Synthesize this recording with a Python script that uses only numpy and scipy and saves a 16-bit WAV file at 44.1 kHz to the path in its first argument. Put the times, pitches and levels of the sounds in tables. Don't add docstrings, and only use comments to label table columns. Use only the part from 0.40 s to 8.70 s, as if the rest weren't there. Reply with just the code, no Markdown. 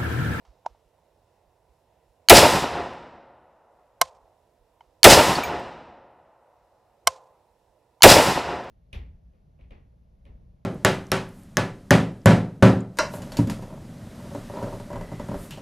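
import sys
import numpy as np
from scipy import signal
from scipy.fft import rfft, irfft, next_fast_len
from scipy.io import wavfile
from scipy.ndimage import uniform_filter1d

SR = 44100
rng = np.random.default_rng(int(sys.argv[2]) if len(sys.argv) > 2 else 0)


def dump_mix(stems):
    frames = np.atleast_2d(stems).T
    limited = np.clip(frames, -1, 1)
    pcm = np.round(limited * 32767).astype(np.int16)
    wavfile.write(sys.argv[1], SR, pcm)


def natural_amplitude(level_db):
    exponent = np.asarray(level_db, float) / 20
    return 10 ** exponent


N = 366030
TIME_S = np.arange(N) / SR
BANDS_HZ = 25 * 2 ** np.arange(0, 9.6, .5)


def read(table, hz):
    rows = np.array(table, float)
    return [np.interp(np.log(hz), np.log(rows[:, 0]), column) for column in rows[:, 1:].T]


def bands(size, colour):
    fast = next_fast_len(size)
    freq = np.fft.rfftfreq(fast, 1 / SR) + 1
    spectrum = rfft(rng.standard_normal(fast)) * colour(freq)
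    for hz in BANDS_HZ:
        window = np.cos(np.pi / 2 * np.clip(2 * np.log2(freq / hz), -1, 1))
        yield irfft(spectrum * window, fast)[:size] / np.sqrt(np.mean(window ** 2))


def hiss(size, low_hz, high_hz):
    return signal.lfilter(*signal.butter(3, [low_hz, high_hz], "band", fs=SR), rng.standard_normal(size))


def fade(t, t60_s):
    return (t >= 0) * np.exp(-np.log(1000) * np.maximum(t, 0) / max(t60_s, 1e-3))


def walk(rate_hz):
    hold = int(SR / rate_hz)
    return uniform_filter1d(np.repeat(rng.standard_normal(N // hold + 1), hold), hold)[:N]


def add(out, wave, s):
    i = int(s * SR)
    out[i:i + len(wave)] += wave[:len(out) - i]


def ports(left_minus_right_db):
    return natural_amplitude(np.array([[left_minus_right_db], [-left_minus_right_db]]) / 2)


def strike(modes, crack_db, crack_t60_s, push_s, bright_db_oct=0, top_hz=9700):
    t = np.arange(int(SR * max(max(m[2] for m in modes), crack_t60_s))) / SR
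    ring = np.zeros(len(t))
    for k, (hz, db, t60_s) in enumerate(modes):
        gain = (-1) ** k * natural_amplitude(db + bright_db_oct * np.log2(hz / 1000))
        ring += gain * fade(t, t60_s) * np.sin(2 * np.pi * hz * t)
    crack = natural_amplitude(crack_db) * fade(t, crack_t60_s) * hiss(len(t), 850, top_hz)
    wave = (ring / np.abs(ring).max() + crack) * (1 - np.exp(-t / push_s)) ** 2
    return wave / np.abs(wave).max()


# (frequency [Hz], density [dB per Hz])
HUM = [(22, -26.5), (45, -2.5), (91, -2.5), (230, -14.5), (520, -5.5), (980, -9.5), (1230, -21.5),
       (8000, -33)]
# (frequency [Hz], left minus right [dB])
TILT = [(80, -4.5), (200, -0.5), (380, -4), (700, -12), (1290, 1), (2380, 4), (4400, -3.5), (9000, 0.5)]
# (frequency [Hz], likeness [0-1])
LIKE = [(60, 0.86), (130, 0.99), (290, 0.93), (640, 1), (1410, 1), (3100, 0.2), (6820, 0.5), (15000, 0)]
HUM_DB = -67


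def hum():
    out, swell = 0, walk(0.23)
    colour = lambda freq: natural_amplitude(read(HUM, freq)[0])
    for hz, mid, side in zip(BANDS_HZ, bands(N, colour), bands(N, colour)):
        gust_db = 1.0 + 1.8 / (1 + (hz / 90) ** 2)
        db = 10 * np.log10(hz / 600) + .4 * swell + gust_db * walk(12)
        like, tilt_db = np.clip(read(LIKE, hz)[0], 0, 1), read(TILT, hz)[0]
        pair = np.array([np.sqrt(like) * mid + np.sqrt(1 - like) * side, mid])
        out = out + natural_amplitude(db) * pair * ports(tilt_db)
    return natural_amplitude(HUM_DB - 3) * out


# (frequency [Hz], level [dB], t60 [s])
GRIP = [(673, -1.5, 0.017), (803, 0, 0.013), (931, 0.5, 0.026), (1430, -8.5, 0.01), (2140, -17.5, 0.017),
        (3050, -20, 0.017)]
# (time [s], level [dB], brightness [dB per octave], crack [dB], rustle [dB])
TOUCHES = [
    (.050, -53.5, 7, 6, -0.5),
    (.2485, -46, -3, -20, -30),
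    (.2575, -40, 3, -8, -32),
    (0.2615, -18, -6, -9, -35),
    (0.346, -53, -10, -15, -20),
    (4.407, -40, 7, -9, -20),
    (7.606, -38, 6, -24, -11.5),
]


def touches():
    out, t = np.zeros((2, N)), np.arange(SR // 2) / SR
    for s, db, bright_db_oct, crack_db, rustle_db in TOUCHES:
        push_s = .0009 * natural_amplitude(-.2 * (db + 19.5))
        rustle = hiss(len(t), 600, 1300) + 0.24 * hiss(len(t), 1500, 6000)
        one = np.zeros(N)
        add(one, natural_amplitude(db) * strike(GRIP, crack_db, 0.01, push_s, bright_db_oct, 6200), s)
        add(one, natural_amplitude(db + rustle_db) * rustle * fade(t, 0.48), s)
        out += one * ports(-2.4)
    return out


# (time [s], level [dB], frequency [Hz])
THUMPS = [(.10, -50, 50), (.32, -54, 52), (.47, -65, 45), (.72, -74, 60), (1.08, -67, 42), (1.31, -60, 55),
          (1.70, -65.5, 45), (3.65, -58, 70), (3.84, -64, 50), (4.22, -62, 40), (4.48, -65, 50),
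          (6.685, -48.5, 80), (7.30, -67, 44.8)]


def body_knocks():
    out, u = np.zeros(N), np.arange(-SR // 10, SR // 10) / SR
    for s, db, hz in THUMPS:
        add(out, natural_amplitude(db) * np.exp(-(u / 0.019) ** 2) * np.sin(2 * np.pi * hz * u), s - 1 / 10)
    return out * ports(-6.0)


# (frequency [Hz], width [Hz], gain [dB])
DRUMS = [(70, 8.9, 6), (377, 34, 2.5), (552.3, 32, 7), (725, 66, 5.5), (846, 78, 5), (980, 120, 3),
         (2900, 300, 1.5), (4950, 600, 3)]


def drums(freq):
    return natural_amplitude(sum(db / (1 + (2 * (freq - hz) / width_hz) ** 2) for hz, width_hz, db in DRUMS))


# (delay [s], depth [s], level [dB])
STANDS = [
    (.088, .015, 4.5),
    (.15, .018, 6.5),
    (.26, .03, 3),
    (.31, .015, -4.5),
    (.345, .012, 4),
    (.41, .03, -3),
    (.505, .055, 6),
]
OPEN_DB, OPEN_UNTIL_S = -3.5, 0.68
THICKET_S, THICKET_DEPTH_S, THICKET_DB = .27, .07, 3.5
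BEHIND_S, BEYOND_DB = .355, -4.5


def wash(t):
    bump = lambda s, depth_s: np.exp(-((t - s) / depth_s) ** 2)
    low_db = OPEN_DB * bump(0, OPEN_UNTIL_S) + sum(db * bump(s, depth_s) for s, depth_s, db in STANDS)
    behind = (1 + np.tanh((t - BEHIND_S) / .025)) / 2
    return low_db, THICKET_DB * bump(THICKET_S, THICKET_DEPTH_S) + BEYOND_DB * behind


# (frequency [Hz], near [dB], near t60 [s], wood [dB], far [dB])
PLACE = [(30.4, -15, .2, -38, -77), (65, -6, 0.31, -24.5, -67.5), (213, -8, .3, -17.5, -68.5),
         (594, 14, .125, -10.5, -42), (980, 6, 0.1, -9.5, -43), (2200, 12, 0.07, -12, -53),
         (5400, 6, 0.044, -13, -63), (15000, 6, 0.061, -13, -93)]
# (favoured frequency [Hz], length [ms], [(delay [s], level [dB])])
ECHOES = [
    (68, 14, [(.033, -8)]),
    (161, 7, [(.028, -9), (.085, -13), (.155, -11.5), (.255, -13.5), (.330, -19)]),
    (560, 3.7, [(.034, 5), (.080, -4.5), (.092, -3), (.136, -2), (.152, -1.5), (.169, 0), (.346, -15)]),
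    (830, 1.7, [(.230, -12), (.277, -8), (.344, -10), (.4595, -14), (.473, -17), (.533, -23), (.565, -23)]),
    (2500, 0.91, [(.089, -4.5), (.175, -10.5)]),
    (5500, .5, [(.059, -4.5)]),
]
# (start [s], end [s], level [dB], edge [s], t60 after [s])
BOLT = (0.056, 0.095, -14, .006, 0.12)
RISE_S, RISE_HZ = 0.017, 1100
WOOD_T60_S, WOOD_AIR_HZ, FAR_T60_S, FAR_AIR_HZ = 1.328, 10200, 5.0, 4000


def blast(size=90000):
    t, out = np.arange(size) / SR, np.zeros((len(SHOTS), size))
    start_s, end_s, bolt_db, edge_s, bolt_t60_s = BOLT
    rattle = (1 + np.tanh((t - start_s) / edge_s)) / 2 * fade(np.maximum(t - end_s, 0), bolt_t60_s)
    low_db, high_db = wash(t)
    noises = [bands(size, drums) for _ in range(len(SHOTS) + 1)]
    for hz, same, *own in zip(BANDS_HZ, *noises):
        near_db, near_t60_s, wood_db, far_db = read(PLACE, hz)
        rise_s = RISE_S / (1 + (hz / RISE_HZ) ** 2)
        wood_t60_s, far_t60_s = WOOD_T60_S / (1 + hz / WOOD_AIR_HZ), FAR_T60_S / (1 + hz / FAR_AIR_HZ)
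        wash_db = low_db / (1 + (hz / 1800) ** 2) + high_db * np.clip(np.log2(hz / 2000) / 2.7, 0, 2)
        near = natural_amplitude(near_db) * fade(t, near_t60_s)
        wood = natural_amplitude(wood_db + wash_db) * fade(t, wood_t60_s)
        far = natural_amplitude(far_db) * fade(t, far_t60_s)
        envelope = np.sqrt(near ** 2 + wood ** 2 + far ** 2) * (1 - np.exp(-t / rise_s)) ** 2
        envelope += natural_amplitude(bolt_db - 11.0 * abs(np.log2(hz / 5000))) * rattle
        share = np.clip(1 - hz / 6000, .2, .97)
        out += natural_amplitude(-5.5) * envelope * (np.sqrt(share) * same + np.sqrt(1 - share) * np.array(own))
    faces = [(delay_s, db, hz, ms) for hz, ms, rows in ECHOES for delay_s, db in rows]
    draws = rng.uniform(-1.2, 1, (len(faces), 1 + len(SHOTS)))
    u = np.arange(-SR // 50, SR // 30) / SR
    for (delay_s, db, hz, ms), (phase, *sizes) in zip(faces, draws):
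        envelope = np.exp(-np.abs(u) * 1000 / ms * np.where(u < 0, 3.0, 1.2))
        wavelet = envelope * np.cos(2 * np.pi * hz * u + np.pi * phase)
        for report, v in zip(out, sizes):
            add(report, natural_amplitude(db + 1.3 * v) * wavelet, delay_s - 1 / 50)
    return out


# (hammer [s], blast [s], level [dB], bolt slams home [s])
SHOTS = [
    (1.8868, 1.8961, -4.25, 1.9685),
    (4.6313, 4.6410, -3.96, 4.708),
    (7.6221, 7.6316, -4.2, 7.7010),
]
# (frequency [Hz], level [dB], t60 [s])
HAMMER = [(980, -29, .025), (1700, -29, 0.035), (2260, -26.5, 0.032), (3020, -8.5, 0.0077),
          (4370, 0.5, .006), (6430, -9.5, .0055), (11000, -10, 0.0037)]


def rifle():
    ticks, reports = np.zeros(N), np.zeros(N)
    for (hammer_s, fire_s, db, slam_s), report in zip(SHOTS, blast()):
        add(ticks, natural_amplitude(3.5) * strike(HAMMER, 0.1, 0.0046, 0.00062), hammer_s - .0003)
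        add(reports, natural_amplitude(db) * report, fire_s)
        add(reports, natural_amplitude(-22.5) * strike(CASE, -9, .01, .002), fire_s + 0.05)
        add(reports, natural_amplitude(-1.5) * strike(HAMMER, 10, .022, 0.0016), slam_s - .001)
    return reports + ticks * ports(-1.4)


DUCK_DB, RECOVER_S = -23, 0.96


def recovering_gain():
    duck_db = np.zeros(N)
    for _, fire_s, *_ in SHOTS:
        since_s = np.maximum(TIME_S - fire_s, 0)
        duck_db += DUCK_DB * (TIME_S > fire_s) * np.exp(-(since_s / RECOVER_S) ** 2)
    return natural_amplitude(duck_db)


# (frequency [Hz], level [dB], t60 [s])
CASE = [(6602, -1.5, 0.17), (7900, -17, .03), (9500, -9, .03), (12380, -0.2, .06), (14300, -1.5, .18),
        (14450, -6, .12), (15460, -5.5, .11)]
# (time [s], level [dB], share of ring time left by the ground [0-1], crack [dB])
LANDINGS = [
    (2.246, -51.5, 0.35, -4.5),
    (2.533, -58, 0.13, 10),
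    (4.954, -49, 0.13, -6),
    (5.036, -30, 0.92, -4),
    (5.196, -50.5, .15, -2),
    (8.242, -56, 0.24, 2),
    (8.297, -50.5, 0.2, 2),
]
# (time [s], level [dB], frequency [Hz])
KNOCKS = [
    (4.954, -31.5, 4450),
    (5.036, -32.5, 2340),
    (5.196, -64, 7900),
]


def cases():
    out = np.zeros(N)
    for s, db, free, crack_db in LANDINGS:
        modes = [(hz, mode_db, free * t60_s) for hz, mode_db, t60_s in CASE]
        add(out, natural_amplitude(db + 3) * strike(modes, crack_db, .035, 0.00044), s - .001)
    for s, db, hz in KNOCKS:
        add(out, natural_amplitude(db + 7.0) * strike([(hz, 0, .045)], -41.5, 0.011, 0.0011), s - .001)
    return out


# (frequency [Hz], level [dB], t60 [s])
ACTION = [(146, -29.5, 0.11), (291.1, -25.5, 0.029), (522, -16, 0.043), (690, -6.5, 0.029),
          (830, -11.5, 0.032), (1050, -3.5, 0.047), (1270, -12, 0.032), (1530, -12, 0.024),
          (2144, -8.5, 0.026), (3060, -4.5, 0.015), (4130, -9.5, 0.012), (5180, -11, .014),
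          (5830, -8.5, .013), (7380, -8, 0.0084)]
# (frequency [Hz], level [dB], t60 [s])
TRIPOD = [(523, -6, 0.63), (531, 2, 0.3), (1040, -7, 0.63), (1000, -6, 0.43)]
# (time [s], peak [dB], brightness [dB per octave], crack [dB], tripod ring [dB])
CLICKS = [
    (3.614, -5.5, 2.3, 0.5, -47),
    (6.672, -2.5, 3.5, -3, -40.5),
]
CLICK_PAN_DB = -1.82


def trigger():
    out, t = np.zeros((2, N)), np.arange(SR // 2) / SR
    for s, db, bright, crack_db, tripod_db in CLICKS:
        one = np.zeros(N)
        slip = strike(GRIP, -19, 0.015, .0012)
        crack = strike(ACTION, crack_db + 5.5, 0.0065, 0.0013, bright, 13500)
        bounce = strike(ACTION, crack_db - 5, 0.0146, 0.00037, bright - 1.5)
        add(one, natural_amplitude(db - 26.5) * slip, s - .004)
        add(one, natural_amplitude(db + 2.5) * crack, s - .0002)
        add(one, natural_amplitude(tripod_db) * strike(TRIPOD, -40, .01, 0.0014), s)
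        add(one, natural_amplitude(db - 5.5) * bounce, s + 0.0042)
        scatter = natural_amplitude(3.6 * walk(150)[:len(t)]) * hiss(len(t), 900, 7500)
        scatter *= fade(t, .07) + natural_amplitude(-15.0) * fade(t, .35)
        add(one, natural_amplitude(db - 29) * scatter, s)
        add(one, natural_amplitude(db - 30.5) * hiss(len(t), 450, 1020) * fade(t, 1.0), s)
        one = signal.lfilter(*signal.butter(1, 200, "high", fs=SR), one)
        out += one * ports(CLICK_PAN_DB)
    return out


def scene():
    background = (hum() + body_knocks()) * recovering_gain()
    return background + touches() + rifle() + cases() + trigger()


def roll_off(x):
    return signal.sosfilt(signal.butter(12, 15610, fs=SR, output="sos"), x)


def record(dry):
    flat = np.clip(dry, -.97, .97)
    cut = signal.sosfilt(signal.butter(2, 14500, fs=SR, output="sos"), flat)
    mix = np.clip(1.225 * cut, -1, 1)
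    return roll_off(mix)


dry = scene()
out = record(dry)
dump_mix(out)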